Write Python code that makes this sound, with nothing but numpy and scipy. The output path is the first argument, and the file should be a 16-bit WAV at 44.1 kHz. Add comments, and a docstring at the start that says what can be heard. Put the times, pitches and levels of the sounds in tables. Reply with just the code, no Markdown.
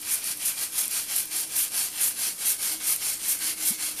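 """A stiff hand brush scrubs a rough stone wall, five strokes a second, close to a mono camera microphone.
Bristle tips catch and slip on the grit: a rasp in the brush block and a bright hiss, both following
the hand's speed. On each push the bent bristles spring over and bite harder; single ones snap free.
Wall and ground return a short echo. Behind are faint outdoor air, a weak hum and one low blip."""
import sys
import numpy as np
from scipy import signal
from scipy.fft import rfft, irfft
from scipy.io import wavfile

SR = 44100
rng = np.random.default_rng(int(sys.argv[2]) if len(sys.argv) > 2 else 0)


def unload_audio(sound):
    """Save the sound as a 16-bit wav file, at the path given as the first command line argument."""
    columns = np.transpose(np.atleast_2d(sound))
    # keep every value between -1 and 1, then stretch to whole-number steps
    steps = np.round(np.clip(columns, -1, 1) * 32767)
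    wavfile.write(sys.argv[1], SR, steps.astype(np.int16))


N = 176400
TIME, FREQ = np.arange(N) / SR, np.fft.rfftfreq(4096, 1 / SR)


# Hand strokes, push and pull in turn: start_s, end_s, rasp_db, hiss_db
STROKES = [(0.02, 0.213, -39, -29.5), (0.222, 0.355, -39, -28), (0.382, 0.557, -38.5, -29.0),
           (0.556, 0.69, -38.5, -27.5), (0.713, 0.895, -38.5, -28), (0.884, 1.061, -37.5, -25.5),
           (1.061, 1.251, -37.5, -27), (1.296, 1.465, -38.5, -26), (1.486, 1.694, -37.5, -28),
           (1.705, 1.905, -37, -24.5), (1.922, 2.14, -37, -30), (2.15, 2.345, -37, -26),
           (2.374, 2.58, -37, -26.5), (2.579, 2.778, -37, -25.5), (2.796, 2.992, -37.5, -26.5),
           (2.984, 3.182, -38, -25.1), (3.185, 3.396, -38.5, -29), (3.388, 3.556, -36, -26.5),
           (3.564, 3.774, -38, -26.7), (3.77, 3.941, -37.5, -27.5), (3.961, 4.146, -35.9, -25.5)]
# Spectra of the block's rasp and the tips' hiss: frequency_hz, relative_db
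RASP_SPECTRUM = [(100, -30.5), (250, -10.5), (500, -11.5), (800, -8), (1200, -5.5), (1900, -4.5),
                 (2400, -1.5), (3200, -1), (3650, -4), (4400, -3), (6000, -7.5), (9000, -5), (15000, -23.5)]
HISS_SPECTRUM = [(500, -40), (2500, -28.5), (4000, -11), (5300, -4.5), (7000, -3.5), (8700, 0), (10300, 2),
                 (11500, 0), (13000, -3.5), (14000, -9), (15000, -9.5)]
# Resonances of the brush block: pitch_hz, width_hz, lift_db
BLOCK_MODES = [(730, 60, 2), (1280, 80, 2), (1590, 110, 3), (2720, 250, 1.5), (3260, 220, 2.5),
               (4400, 350, 3), (5330, 250, 1)]

def brush(rasp_trim_db=0.73, hiss_trim_db=-1.12):
    """Close to the microphone, bristles drag over stone, louder as the hand speeds up in each stroke."""
    rasp_power, hiss_power = amp(-49.5) ** 2, amp(-37.5) ** 2  # some drag stays at the turns
    for start, end, rasp_db, hiss_db in STROKES:
        travel = np.clip((TIME - start) / (end - start), 0, 1)
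        rasp_swell = abs(np.sin(np.pi * travel ** 0.92)) ** 0.72  # peaks a little early
        rasp_power += (amp(rasp_db) * rasp_swell) ** 2
        hiss_power += (amp(hiss_db) * np.sin(np.pi * travel)) ** 2
    stone = amp(0.66 * drift(hz=35) + 0.4 * drift(hz=350))  # bumps and grit shake the level
    rasp = amp(rasp_trim_db) * np.sqrt(rasp_power) * slips(stone, per_s=5000) + grips()
    hiss = amp(hiss_trim_db) * np.sqrt(hiss_power) * slips(stone, per_s=9000)
    friction = colour(rasp, RASP_SPECTRUM, BLOCK_MODES) + colour(hiss, HISS_SPECTRUM, BLOCK_MODES)
    return friction + bites(stone) + block_ring(rasp) + snaps()


def slips(stone, per_s, spread_db=2, contact_s=.09, ring_s=0.0039, ring_share=0.093):
    """Bristle tips click; tuft after tuft takes its turn on the stone, each ringing in its own way."""
    hop, t = round(contact_s * SR / 2), TIME[:len(FREQ)]
    lead = rng.integers(hop, 2 * hop)
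    out, contact = np.zeros(N + SR), signal.windows.cosine(2 * hop)
    for at in range(0, N + 2 * hop, hop):
        size = amp(spread_db * np.minimum(rng.exponential(1, 2 * hop), 4.5))
        clicks = size * rng.choice([-1, 1], 2 * hop) * (rng.random(2 * hop) < per_s / SR)
        ring = rng.standard_normal(len(t)) * np.exp(-t / ring_s)
        ring *= np.sqrt(ring_share) / np.linalg.norm(ring)
        ring[0] += np.sqrt(1 - ring_share)  # the bare click
        tuft = signal.fftconvolve(clicks * contact, ring)
        out[at:at + len(tuft)] += tuft
    return unit(stone * out[lead:lead + N])


# Bristles biting in mid push: start_s, hold_s, level_db
BITES = [(0.105, 0.041, -25), (0.448, 0.035, -23.5), (0.775, 0.038, -24), (1.153, 0.055, -27.5),
         (1.553, 0.08, -24), (2.002, 0.082, -23), (2.451, 0.066, -23.5), (2.863, 0.067, -23.5),
         (3.277, 0.048, -24), (3.649, 0.051, -24)]
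# Spectrum of a bite: frequency_hz, relative_db
BITE_SPECTRUM = [(500, -30.5), (2500, -18.5), (4500, -11.5), (7000, -5.5), (8700, -0.5), (10500, 2.5),
                 (12000, 0.5), (13200, -1.5), (14000, -5.5), (15000, -18.5)]

def bites(stone, rise_s=.009, fall_s=0.018):
    """On each push the bent bristles spring over and bite harder into the wall."""
    level = np.zeros(N)
    for start, hold, db in BITES:
        rise = np.clip((TIME - start) / rise_s, 0, 1)
        fall = np.exp(-np.maximum(TIME - start - hold, 0) / fall_s)
        level += amp(db) * rise * fall
    return colour(level * slips(stone, per_s=7000), BITE_SPECTRUM)


# Single bristles snapping free: start_s, level_db, pitch_hz, decay_s
SNAPS = [(.0159, -29, 11300, 0.0034), (.2418, -23.5, 10200, 0.0025), (.3721, -27.5, 10700, 0.0035),
         (.461, -21, 10500, .001), (.8563, -17.5, 10500, .0012), (.8803, -19, 10500, .0012),
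         (.9125, -21, 10600, 0.0022), (1.163, -13.5, 11400, 0.0028), (1.255, -27.5, 13900, .004),
         (1.565, -14, 10500, .001), (1.6794, -30, 8400, .003), (1.719, -26, 10500, 0.0011),
         (1.9154, -41, 10500, .002), (2.024, -15.5, 10500, 0.00091), (2.0838, -20, 11000, .0007),
         (2.1172, -24, 10500, .0006), (2.935, -44, 13000, .001), (2.9622, -12, 11900, 0.00081),
         (3.3894, -26, 8700, 0.0026)]

def snaps():
    """Each freed bristle gives one bright, quickly dying tick."""
    out, t = np.zeros(N), TIME[:len(FREQ)]
    for start, db, hz, decay_s in SNAPS:
        tick = amp(db) * np.exp(-t / decay_s) * resonate(rng.standard_normal(len(t)), hz, width_hz=4200)
        part = out[round(start * SR):][:len(t)]
        part += tick[:len(part)]
    return out


# Jolts of the block: start_s, level_db
GRIPS = [(.216, -40.5), (.574, -38.5), (1.314, -41.5), (1.743, -37), (2.166, -44), (2.8015, -39),
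         (3.0145, -38), (3.4176, -46), (3.789, -46)]

def grips(decay_s=0.036):
    """The block jolts as a stroke grips: a short, dying cluster of slips."""
    level = sum(amp(db) * (TIME >= start) * np.exp(-abs(TIME - start) / decay_s) for start, db in GRIPS)
    return level * rng.choice([-1, 1], N)


# The block's main ring, moving as the grip shifts: time_s, pitch_hz, level_db
BLOCK_RING = [(0, 2380, -40.5), (.7, 2370, -43.5), (1.7, 2310, -47), (2.4, 2230, -46), (2.9, 2190, -41.5),
              (3.4, 2210, -43), (3.7, 2160, -42.5), (4, 2230, -44)]

def block_ring(rasp, main_trim_db=-6, pull_db=-8.5):
    """The rasp keeps the block's main resonance ringing; a higher one joins in on the pulls."""
    times, hz, db = np.transpose(BLOCK_RING)
    level = amp(main_trim_db + np.interp(TIME, times, db))
    main = resonate(rasp * rng.choice([-1, 1], N), np.interp(TIME, times, hz), width_hz=250)
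    pulling = rasp * sum((TIME > start) & (TIME < end) for start, end, _, _ in STROKES[1::2])
    higher = resonate(pulling * rng.choice([-1, 1], N), hz=4470, width_hz=400)
    return level * main + amp(pull_db) * np.std(pulling) * higher


def echo(x, level_db=-12, t60_s=.12):
    """Wall and ground scatter a short, weak echo back to the microphone."""
    t = TIME[:SR // 2]
    tail = rng.standard_normal(len(t)) * np.exp(-np.log(1000) * t / t60_s)
    return amp(level_db) * signal.fftconvolve(x, tail / np.linalg.norm(tail))[:N]


# Spectrum of the open air: frequency_hz, relative_db
AIR_SPECTRUM = [(20, -3), (50, -5), (110, -1), (220, -0.5), (400, -2.5), (700, -7.5), (1500, -12.5),
                (5000, -26), (15000, -30)]

def air(level_db=-55.5):
    """Faint, steady outdoor air around the microphone."""
    return amp(level_db) * colour(rng.standard_normal(N), AIR_SPECTRUM)


# Swells of the hum: time_s, level_db
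HUM_SWELLS = [(0, -62.5), (.8, -64.5), (1.1, -61), (1.45, -59), (1.7, -61), (2.55, -67.5), (2.74, -49.5),
              (2.9, -58), (3.05, -66), (3.4, -60.5), (3.6, -53), (4, -58)]

def hum(pitch_hz=310, wander_hz=7.13, waver_db=2.5):
    """A weak hum behind the brush wavers in level and pitch."""
    level = amp(np.interp(TIME, *np.transpose(HUM_SWELLS)))
    waver = amp(waver_db * drift(hz=9))
    hz = pitch_hz + wander_hz * drift(hz=18.5)
    return level * unit(waver * np.sin(2 * np.pi * np.cumsum(hz) / SR))


def blip(at_s=3.715, level_db=-33.5, pitch_hz=213, rise_hz_per_s=4200, width_s=.0095):
    """One short, low, rising blip in the background."""
    t = TIME - at_s
    cycles = pitch_hz * t + .5 * rise_hz_per_s * t ** 2
    return amp(level_db) * np.exp(-(t / width_s) ** 2) * np.sin(2 * np.pi * cycles)


def amp(db):
    """Decibels to gain."""
    return 10 ** (np.asarray(db) / 20)


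def unit(x):
    """Scales to rms 1."""
    return x / np.sqrt(np.mean(x ** 2) + 1e-20)


def drift(hz):
    """Random wander of rms 1, up to about the given rate."""
    lowpass = np.exp(-.5 * (np.fft.rfftfreq(N, 1 / SR) / hz) ** 2)
    return unit(irfft(rfft(rng.standard_normal(N)) * lowpass, N))


def colour(x, spectrum, modes=()):
    """Shapes x by a spectrum and its resonances, through a causal filter of energy 1."""
    hz, db = np.transpose(spectrum)
    db = np.interp(np.log(FREQ + 1), np.log(hz), db)
    db += sum(lift / (1 + (2 * (FREQ - pitch) / width) ** 2) for pitch, width, lift in modes)
    log_gain = np.log(amp(np.r_[db, db[-2:0:-1]]))
    minimum_phase = np.exp(np.conj(signal.hilbert(log_gain)))
    taps = np.fft.ifft(minimum_phase).real[:len(FREQ)]
    return signal.fftconvolve(x, taps / np.linalg.norm(taps))[:N]


def resonate(x, hz, width_hz):
    """A steep resonance of two poles, each width_hz wide, that can follow a pitch curve; rms 1."""
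    turn = np.exp(2j * np.pi * np.cumsum(hz * np.ones(len(x))) / SR)
    pole = np.exp(-np.pi * width_hz / SR)
    return unit((turn * signal.lfilter([1], [1, -2 * pole, pole * pole], x / turn)).real)


def scene():
    """At the wall: the brush up close, its echo and the background, the same in both channels."""
    scrub = brush()
    return np.tile(scrub + echo(scrub) + air() + hum() + blip(), (2, 1))


def record(dry, notch_hz=7870, edge_hz=15030):
    """The camera has one narrow notch in the treble and a steep band limit."""
    notched = signal.lfilter(*signal.iirnotch(notch_hz, Q=42, fs=SR), dry)
    lowpass = signal.firwin(1023, edge_hz, window=("kaiser", 9), fs=SR)
    return signal.oaconvolve(notched, lowpass[None], "same")


dry = scene()
out = record(dry)
unload_audio(out)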